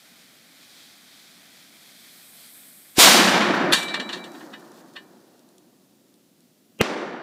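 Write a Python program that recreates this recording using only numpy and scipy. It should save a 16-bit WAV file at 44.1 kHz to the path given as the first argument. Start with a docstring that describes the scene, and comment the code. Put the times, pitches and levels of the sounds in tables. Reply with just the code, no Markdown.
"""Black-powder cannon in the woods

On a dirt track a fuse hisses, a small cannon fires, and the trees scatter the blast. The iron carriage
tumbles back, lands with a clang and rattles to rest in the grass. Seconds later a sharp explosion
arrives from far down the range with its own echo. One small microphone, overloaded by the loudest peaks."""
import sys
import numpy as np
from scipy import signal
from scipy.fft import rfft, irfft
from scipy.io import wavfile

SR = 44100
rng = np.random.default_rng(int(sys.argv[2]) if len(sys.argv) > 2 else 0)


def master_out(mix):
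    """Clip the mix to full scale and print it as 16-bit PCM to the path in sys.argv[1]."""
    frames = np.transpose(np.atleast_2d(mix))
    ceiling = np.clip(frames, -1, 1)
    pcm = np.round(ceiling * 32767).astype(np.int16)
    wavfile.write(sys.argv[1], SR, pcm)


N = 318578
TIME = np.arange(N) / SR
AROUND = np.arange(-SR // 20, SR // 4) / SR   # seconds either side of a short event's peak

# Pressure waves of the cannon, then the far explosion. Each row: arrival in seconds, shock height in dB,
# shock length in seconds, boom level in dB, boom pitch in Hz, boom t60 in seconds.
SHOCKS = [(2.983, -12, .0012, -4, 333, .022), (6.8129, 0, 0.00049, -7.5, 211.4, 0.028)]
# The overloaded muzzle roar, and the faint tick. Each row: frequency in Hz, relative density in dB.
ROAR_COLOUR = [(40, -30.5), (110, -18.5), (170, -8.5), (300, -5.5), (620, 2), (1200, -3.5), (2200, -1),
               (3300, 2), (5000, -1), (8000, -4), (15500, -12.5)]


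def cannon():
    """The touch hole flares, the muzzle roars and the woods roll on."""
    # The echo as it sets in. Each row: frequency in Hz, relative density in dB.
    echo_colour = [(40, -36), (105, -24.5), (170, -1.5), (215, 3.5), (265, 0), (330, 3.5), (425, -7),
                   (600, -1), (800, -2), (1700, -0.5), (2200, -1), (3300, 1), (6000, -0.5), (10000, -7.5),
                   (15500, -13)]
    roar_s, landing_s = 2.991, 3.715
    flare = envelope(2.974, level_db=-25.5, attack_db_per_s=1300, hold_s=0, fade_db_per_s=90)
    muzzle = envelope(roar_s, level_db=-8.5, attack_db_per_s=1700, hold_s=.025, fade_db_per_s=90)
    roar = np.hypot(flare, muzzle) * colour(grains(spread_db=1.5), ROAR_COLOUR)
    # The echo fades slowly, drops as the carriage lands and fades faster from then on.
    late = since(landing_s)
    early = since(roar_s) - late
    echo_db = -17.5 - 8.5 * early - 9.5 * np.tanh(late / .05) - 12.5 * late
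    return roar + woods(roar_s, echo_db, echo_colour, rise_s=.04, bass_cycles=17, patchy_db=.93)


def shocks():
    """Each explosion arrives as an N-shaped shock and a few cycles of boom."""
    out = np.zeros(N)
    for s, shock_db, length, boom_db, boom_hz, t60 in SHOCKS:
        age = since(s)
        out += from_db(shock_db) * (1 - 2 * age / length) * ((age > 0) & (age < length))
        out += from_db(boom_db - 60 * age / t60) * np.sin(2 * np.pi * boom_hz * age)
    return out


def far_explosion():
    """A faint tick and a short rasp are heard just before the distant crack, then the woods answer."""
    # The echo as it sets in, and the rasp. Each row: frequency in Hz, relative density in dB.
    echo_colour = [(40, -37), (105, -26), (165, -5.5), (215, 0.5), (330, 3.5), (430, 1), (550, 1),
                   (900, -2), (1800, -4), (2500, -7.5), (5800, -15), (9000, -27.5), (15500, -45)]
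    rasp_colour = [(100, -17), (170, 6.5), (260, -3.5), (410, 5), (800, -16), (1900, -18), (2600, -3.5),
                   (3200, -6.5), (3800, -57), (6000, -49)]
    crack_s = SHOCKS[1][0]
    age = since(crack_s)
    scatter_db = 16 * np.exp(-age / .0061)   # extra scatter right behind the crack
    echo_db = -30.5 - 16.5 * age + scatter_db
    out = woods(crack_s, echo_db, echo_colour, rise_s=.00061, bass_cycles=.6, patchy_db=.54)
    rasp = colour(grains(0, count=len(AROUND)), rasp_colour) * swell(rise_s=.0047, fall_s=.0046)
    add(out, 6.811, from_db(-9.5) * rasp)
    tick = grains(0, count=len(AROUND)) * swell(rise_s=.0002, fall_s=.00091)
    add(out, 6.7902, from_db(-39) * colour(tick, ROAR_COLOUR))
    return out


def woods(start_s, level_db, spectrum, rise_s, bass_cycles, patchy_db):
    """Countless trunks return a blast: bass builds last; later echoes travel farther and lose treble."""
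    # Loss in air and foliage. Each row: frequency in Hz, loss in dB per second (negative counts as none).
    absorption = [(100, 1), (200, 2.5), (320, -1.5), (600, 2), (1000, 5), (1800, 9), (2800, 27),
                  (4200, 36.5), (6000, 50.5), (9000, 66), (15000, 95.5)]
    # Stands of trees that send back a louder roll.
    # Each row: time in seconds, lift in dB, half-width in seconds, centre in Hz.
    rolls = [(3.075, 5, 0.011, 496), (3.145, 4, 0.008, 420), (3.195, 3.5, 0.0078, 240),
             (3.365, 4.5, 0.0088, 330), (3.52, 3.5, 0.018, 298), (3.68, 4.5, 0.035, 194),
             (4.0, 4.5, .04, 300), (6.915, 6, 0.016, 320), (6.962, 8.5, 0.0049, 280),
             (7.035, 4, 0.018, 350), (7.15, 5, 0.0065, 352)]
    roll_spread_octaves = 1.1
    edges = 30 * 2 ** (np.arange(28) / 3)   # third-octave bands
    centres = np.sqrt(edges[1:] * edges[:-1])
    gains = from_db(at_hz(spectrum, centres)) * np.sqrt(np.diff(edges))
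    gains /= np.linalg.norm(gains[(centres > 130) & (centres < 1000)])
    first, out = round(start_s * SR), np.zeros(N)
    age = TIME[:N - first]
    echoes = [grains(spread_db=2.0)[first:], grains(spread_db=2.5)[first:]]
    rolls_db = np.array([db * bump(s, width)[first:] for s, db, width, _ in rolls])
    roll_hz = np.array(rolls)[:, -1]
    for k, hz in enumerate(centres):
        bandpass = signal.butter(4, edges[k:k + 2], "band", fs=SR, output="sos")
        band = rms_one(signal.sosfilt(bandpass, echoes[k % 2]))
        build_up = np.tanh(age / (rise_s + bass_cycles / hz))
        roll_share = np.exp(-.5 * (np.log2(hz / roll_hz) / roll_spread_octaves) ** 2)
        band_db = roll_share @ rolls_db - max(at_hz(absorption, hz), 0) * age
        out[first:] += gains[k] * band * build_up * from_db(band_db)
    return out * from_db(level_db + patchy_db * drift(90))


def carriage():
    """Every blow is a flurry of contacts between loose iron parts, which leaves the wheels ringing."""
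    # Blows as it tumbles. Each row: time in seconds, relative level in dB, build-up and die-away
    # in seconds, treble cutoff in Hz, clean strike in dB relative to that level.
    blows = [(3.7243, -16, 0.00058, 0.0051, 17000, -22), (3.733, -11, 0.0047, 0.0097, 11100, -3),
             (3.770, -28, 0.014, 0.041, 14000, -19), (3.83, -31, 0.0052, 0.0073, 12000, -2),
             (3.884, -35, .004, 0.028, 6000, -1), (3.943, -22, 0.0027, 0.01, 4970, -4),
             (3.9993, -24.5, 0.0014, 0.0052, 4800, 1.5), (4.092, -26.5, 0.0013, 0.0085, 4260, -12),
             (4.132, -29.5, 0.0056, 0.013, 6200, -20), (4.173, -40, 0.0043, .008, 5500, -2),
             (4.240, -39, 0.00088, 0.01, 8000, -10), (4.35, -45, .004, 0.0063, 3000, -10),
             (4.408, -39, 0.0032, 0.0076, 1790, -16), (4.538, -35, 0.0048, 0.0044, 3260, -2.5),
             (4.965, -31.5, 0.0043, 0.0044, 2900, -2)]
    # Modes of the iron wheels and barrel. 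Each row: pitch in Hz, relative level in dB, t60 in seconds.
    iron_modes = [(1020, -6.5, 0.31), (1210, -19, 0.27), (1460, -6, 0.13), (1670, -4.5, 0.3),
                  (1788, 7.5, 0.21), (1865, 0.5, 0.11), (2365, -6.5, 0.428), (2960, 5.5, 0.15),
                  (3300, -3, 0.19), (3430, -20, .15), (4045, -7.5, 0.45), (4500, 2, 0.2),
                  (5350, -7.5, 0.19), (5910, -4.5, 0.16), (7110, -10, 0.2), (7440, -6.5, 0.34),
                  (8000, -9, 0.32), (8446, -7.5, 0.3), (9900, -14.5, .3), (11230, -14, .18),
                  (11880, -15.5, .25)]
    # The clatter of loose parts. Each row: frequency in Hz, relative density in dB.
    clatter_colour = [(120, -31.5), (250, -21.5), (600, -9.5), (1000, -2.5), (1350, -7), (1800, 4.5),
                      (2250, -13), (2900, 0), (4300, -1.5), (5100, -10), (8000, -11), (10500, -16.5),
                      (15500, -17)]
    contacts, strikes = np.zeros(N), np.zeros(N)
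    for s, db, rise, fall, bright_hz, strike_db in blows:
        soften = signal.butter(2, min(bright_hz, SR / 2.2), fs=SR, output="sos")
        flurry = from_db(db) * grains(spread_db=2.5, count=len(AROUND)) * swell(rise, fall)
        strike = from_db(db + strike_db) * (AROUND == 0) + 1e-18
        add(contacts, s, signal.sosfilt(soften, flurry))
        add(strikes, s, signal.sosfilt(soften, strike))
    clatter = from_db(1.5) * contacts + from_db(-1) * small_parts(contacts, t60=.093)
    drive = from_db(-14.5) * strikes + from_db(-47.5) * contacts
    body = sum(from_db(db) * ring(drive, hz, t60) for hz, db, t60 in iron_modes)
    return colour(clatter, clatter_colour) + body + wheel_rims(landing_s=blows[1][0])


def small_parts(contacts, t60, count=170):
    """Axle, bolts and brackets answer the contacts with a thicket of short resonances."""
    age = TIME[:SR // 4]
    pitches = 800 * 18 ** rng.random((count, 1))
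    phases = 2 * np.pi * rng.random((count, 1))
    modes = np.sqrt(pitches) * np.sin(2 * np.pi * pitches * age + phases)
    response = modes.sum(axis=0) * from_db(-60 * age / t60)
    return signal.oaconvolve(contacts, response / np.linalg.norm(response))[:N]


def wheel_rims(landing_s):
    """The landing sets both rims singing; they waver as the wheels turn, until the sand damps them."""
    # Two clear notes, each a beating pair. Each row: pitch in Hz, starting level in dB, t60 in seconds.
    rim_modes = [(2328, -28, 1.25), (2350, -34.5, .8), (3910, -33, 2.27), (3886, -36, 0.72)]
    waver_db, settle_s, settle_db_per_s = 3, 4.24, 85
    age = since(landing_s)
    notes = np.zeros(N)
    for hz, db, t60 in rim_modes:
        notes += from_db(db + waver_db * drift(31) - 60 * age / t60) * np.sin(2 * np.pi * hz * age)
    return notes * from_db(-settle_db_per_s * since(settle_s))


def fuse():
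    """Powder sputters and spurts; a brighter jet swells as the flame enters the touch hole."""
    # Spurts of flame. Each row: time in seconds, level in dB, half-width in seconds.
    spurt_events = [(.62, -58, 0.026), (.81, -52, 0.11), (1.21, -54.5, 0.15), (1.57, -61, 0.08),
                    (1.99, -54, 0.21), (2.44, -52.5, .055)]
    # The three sounds of burning powder. Each row: frequency in Hz, relative density in dB.
    sputter_colour = [(350, -14), (680, -1.5), (950, -8.5), (1300, -3.5), (2000, -1), (2450, 0), (2800, -8),
                      (3200, -0.5), (4200, -1.5), (6200, -7.5), (10000, -11.5), (15500, -18.5)]
    spurt_colour = [(1000, -17.5), (1400, -11.5), (2400, -6), (2800, -14), (3200, -1), (4400, -2),
                    (6200, -9.5), (15500, -19)]
    jet_colour = [(5500, -26), (7200, -9), (8200, 0.5), (9800, -3.5), (11800, 0), (13500, -2.5),
                  (15500, -6.5)]
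    muffle_db = 5.5 * since(2.45)   # the flame is inside the touch hole
    sputter = from_db(-54 - muffle_db + .6 * drift(30)) * colour(grains(spread_db=1.5), sputter_colour)
    spurt_gain = sum(from_db(db) * bump(s, width) for s, db, width in spurt_events)
    spurts = spurt_gain * colour(grains(spread_db=1.5), spurt_colour)
    jet_db = -62.5 + 13.5 * bump(2.55, width_s=.48)
    jet = from_db(jet_db + .6 * drift(25)) * colour(grains(spread_db=1.0), jet_colour)
    shot_s = SHOCKS[0][0]
    return (sputter + spurts + jet) * (TIME < shot_s)


def grass():
    """Grass crackles under the wheels as the carriage rolls back and slows down."""
    # Wheels scuffing through tufts. Each row: time in seconds, lift in dB, half-width in seconds.
    scuffs = [(3.552, 18, 0.016), (4.39, 4, 0.077), (4.78, 3.5, 0.038)]
    # The crackle. Each row: frequency in Hz, relative density in dB.
    grass_colour = [(1200, -4.5), (3000, 0.5), (4200, 3.5), (7500, -1), (11000, -6), (15500, -6)]
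    rolling = envelope(3.61, level_db=-57.5, attack_db_per_s=90, hold_s=.88, fade_db_per_s=13)
    scuff_db = sum(db * bump(s, width) for s, db, width in scuffs)
    return rolling * from_db(scuff_db + 1.3 * drift(35)) * colour(grains(spread_db=2.5), grass_colour)


def grit():
    """Thrown grit ticks as it drops on leaves."""
    # Falling grains. Each row: time in seconds, relative level in dB.
    drops = [(4.319, -35.5), (4.7182, -39.5), (4.9371, -42), (5.3932, -43), (5.4894, -46), (5.582, -36),
             (6.1409, -45), (6.4058, -46)]
    # The tick of a leaf. Each row: frequency in Hz, relative density in dB.
    leaf_colour = [(1500, -31), (3500, 4), (7500, 2), (10000, 3), (15500, -18)]
    ticks = np.zeros(N)
    for s, db in drops:
        tick = grains(0, count=len(AROUND)) * swell(rise_s=.00032, fall_s=.0018)
        add(ticks, s, from_db(db - 9) * tick)
    return colour(ticks, leaf_colour)


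def air():
    """The quiet background of the woods sinks after each explosion and creeps back."""
    # A low hush. Each row: frequency in Hz, relative density in dB.
    air_colour = [(30, -39), (65, -24), (110, -10), (190, 2), (280, 1), (420, -10.5), (650, -13.5),
                  (900, -21), (2200, -22.5), (4000, -20), (9000, -23), (15500, -23.5)]
    depth_db, rise_db_per_s = 12, 6
    sink_db = sum((TIME > s) * np.maximum(depth_db - rise_db_per_s * since(s), 0) for s, *_ in SHOCKS)
    return from_db(-59.8 - sink_db) * colour(rng.standard_normal(N), air_colour)


def from_db(db):
    """Decibels as an amplitude gain."""
    return np.exp(np.asarray(db) * (np.log(10) / 20))


def rms_one(x):
    """Scale to an rms of 1."""
    return x / np.sqrt(np.mean(x ** 2) + 1e-20)


def at_hz(points, hz):
    """A spectrum read on a log-frequency axis."""
    f, value = np.transpose(points)
    return np.interp(np.log(np.maximum(hz, 1)), np.log(f), value)


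def drift(knots_per_s):
    """A random wander with rms 1."""
    knots = rng.standard_normal(4096)
    return rms_one(np.interp(TIME * knots_per_s, np.arange(len(knots)), knots))


def colour(x, spectrum, size=4096):
    """Causal (minimum-phase) filter that leaves the power of white noise unchanged."""
    gain = rms_one(from_db(at_hz(spectrum, np.arange(size // 2 + 1) * SR / size)))
    cepstrum = irfft(np.log(gain))
    cepstrum[1:size // 2] *= 2
    cepstrum[size // 2 + 1:] = 0
    return signal.oaconvolve(x, irfft(np.exp(rfft(cepstrum))))[:len(x)]


def grains(spread_db, count=N, size=16):
    """Dense clicks of uneven size with rms 1; no spread gives plain white noise."""
    clumps = count // size + 1
    noise = rng.standard_normal((clumps, size))
    gains = from_db(spread_db * rng.standard_normal((clumps, 1)))
    return rms_one((noise * gains).ravel()[:count])


def ring(clicks, hz, t60):
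    """A unit click sets a sine of height 1 ringing."""
    r, w = np.exp(-np.log(1000) / (t60 * SR)), 2 * np.pi * hz / SR
    return signal.lfilter([0, np.sin(w)], [1, -2 * r * np.cos(w), r * r], clicks + 1e-18)


def swell(rise_s, fall_s):
    """Envelope around an event: it builds up to 1 and dies away."""
    return np.exp(np.maximum(np.minimum(AROUND / rise_s, -AROUND / fall_s), -40))


def bump(s, width_s):
    """A smooth rise to 1 and fall around time s."""
    return np.exp(-.5 * np.minimum(((TIME - s) / width_s) ** 2, 100))


def since(s):
    """Seconds after time s, zero before it."""
    return np.maximum(TIME - s, 0)


def envelope(s, level_db, attack_db_per_s, hold_s, fade_db_per_s):
    """Gain that reaches its level at time s, holds and fades."""
    before = np.clip(s - TIME, 0, 1)
    return from_db(level_db - attack_db_per_s * before - fade_db_per_s * since(s + hold_s))


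def add(track, s, sound):
    """Lay an event's sound into a track, its peak at time s."""
    start = round((s + AROUND[0]) * SR)
    track[start:start + len(sound)] += sound[:N - start]


def scene():
    """All sources in mono over the quiet air of the woods."""
    return (fuse() + shocks() + cannon() + carriage() + far_explosion() + grass() + grit() + air())[None]


def record(dry):
    """A small microphone thins the bass, the loudest peaks are flattened and the top is cut."""
    low_cut_hz, top_hz = 81, 15500
    thin = signal.sosfilt(signal.butter(1, low_cut_hz, "high", fs=SR, output="sos"), dry)
    clipped = thin / (1 + thin ** 4) ** (1 / 4)
    return signal.sosfilt(signal.ellip(10, .2, 70, top_hz, fs=SR, output="sos"), clipped)


dry = scene()
out = record(dry)
master_out(out)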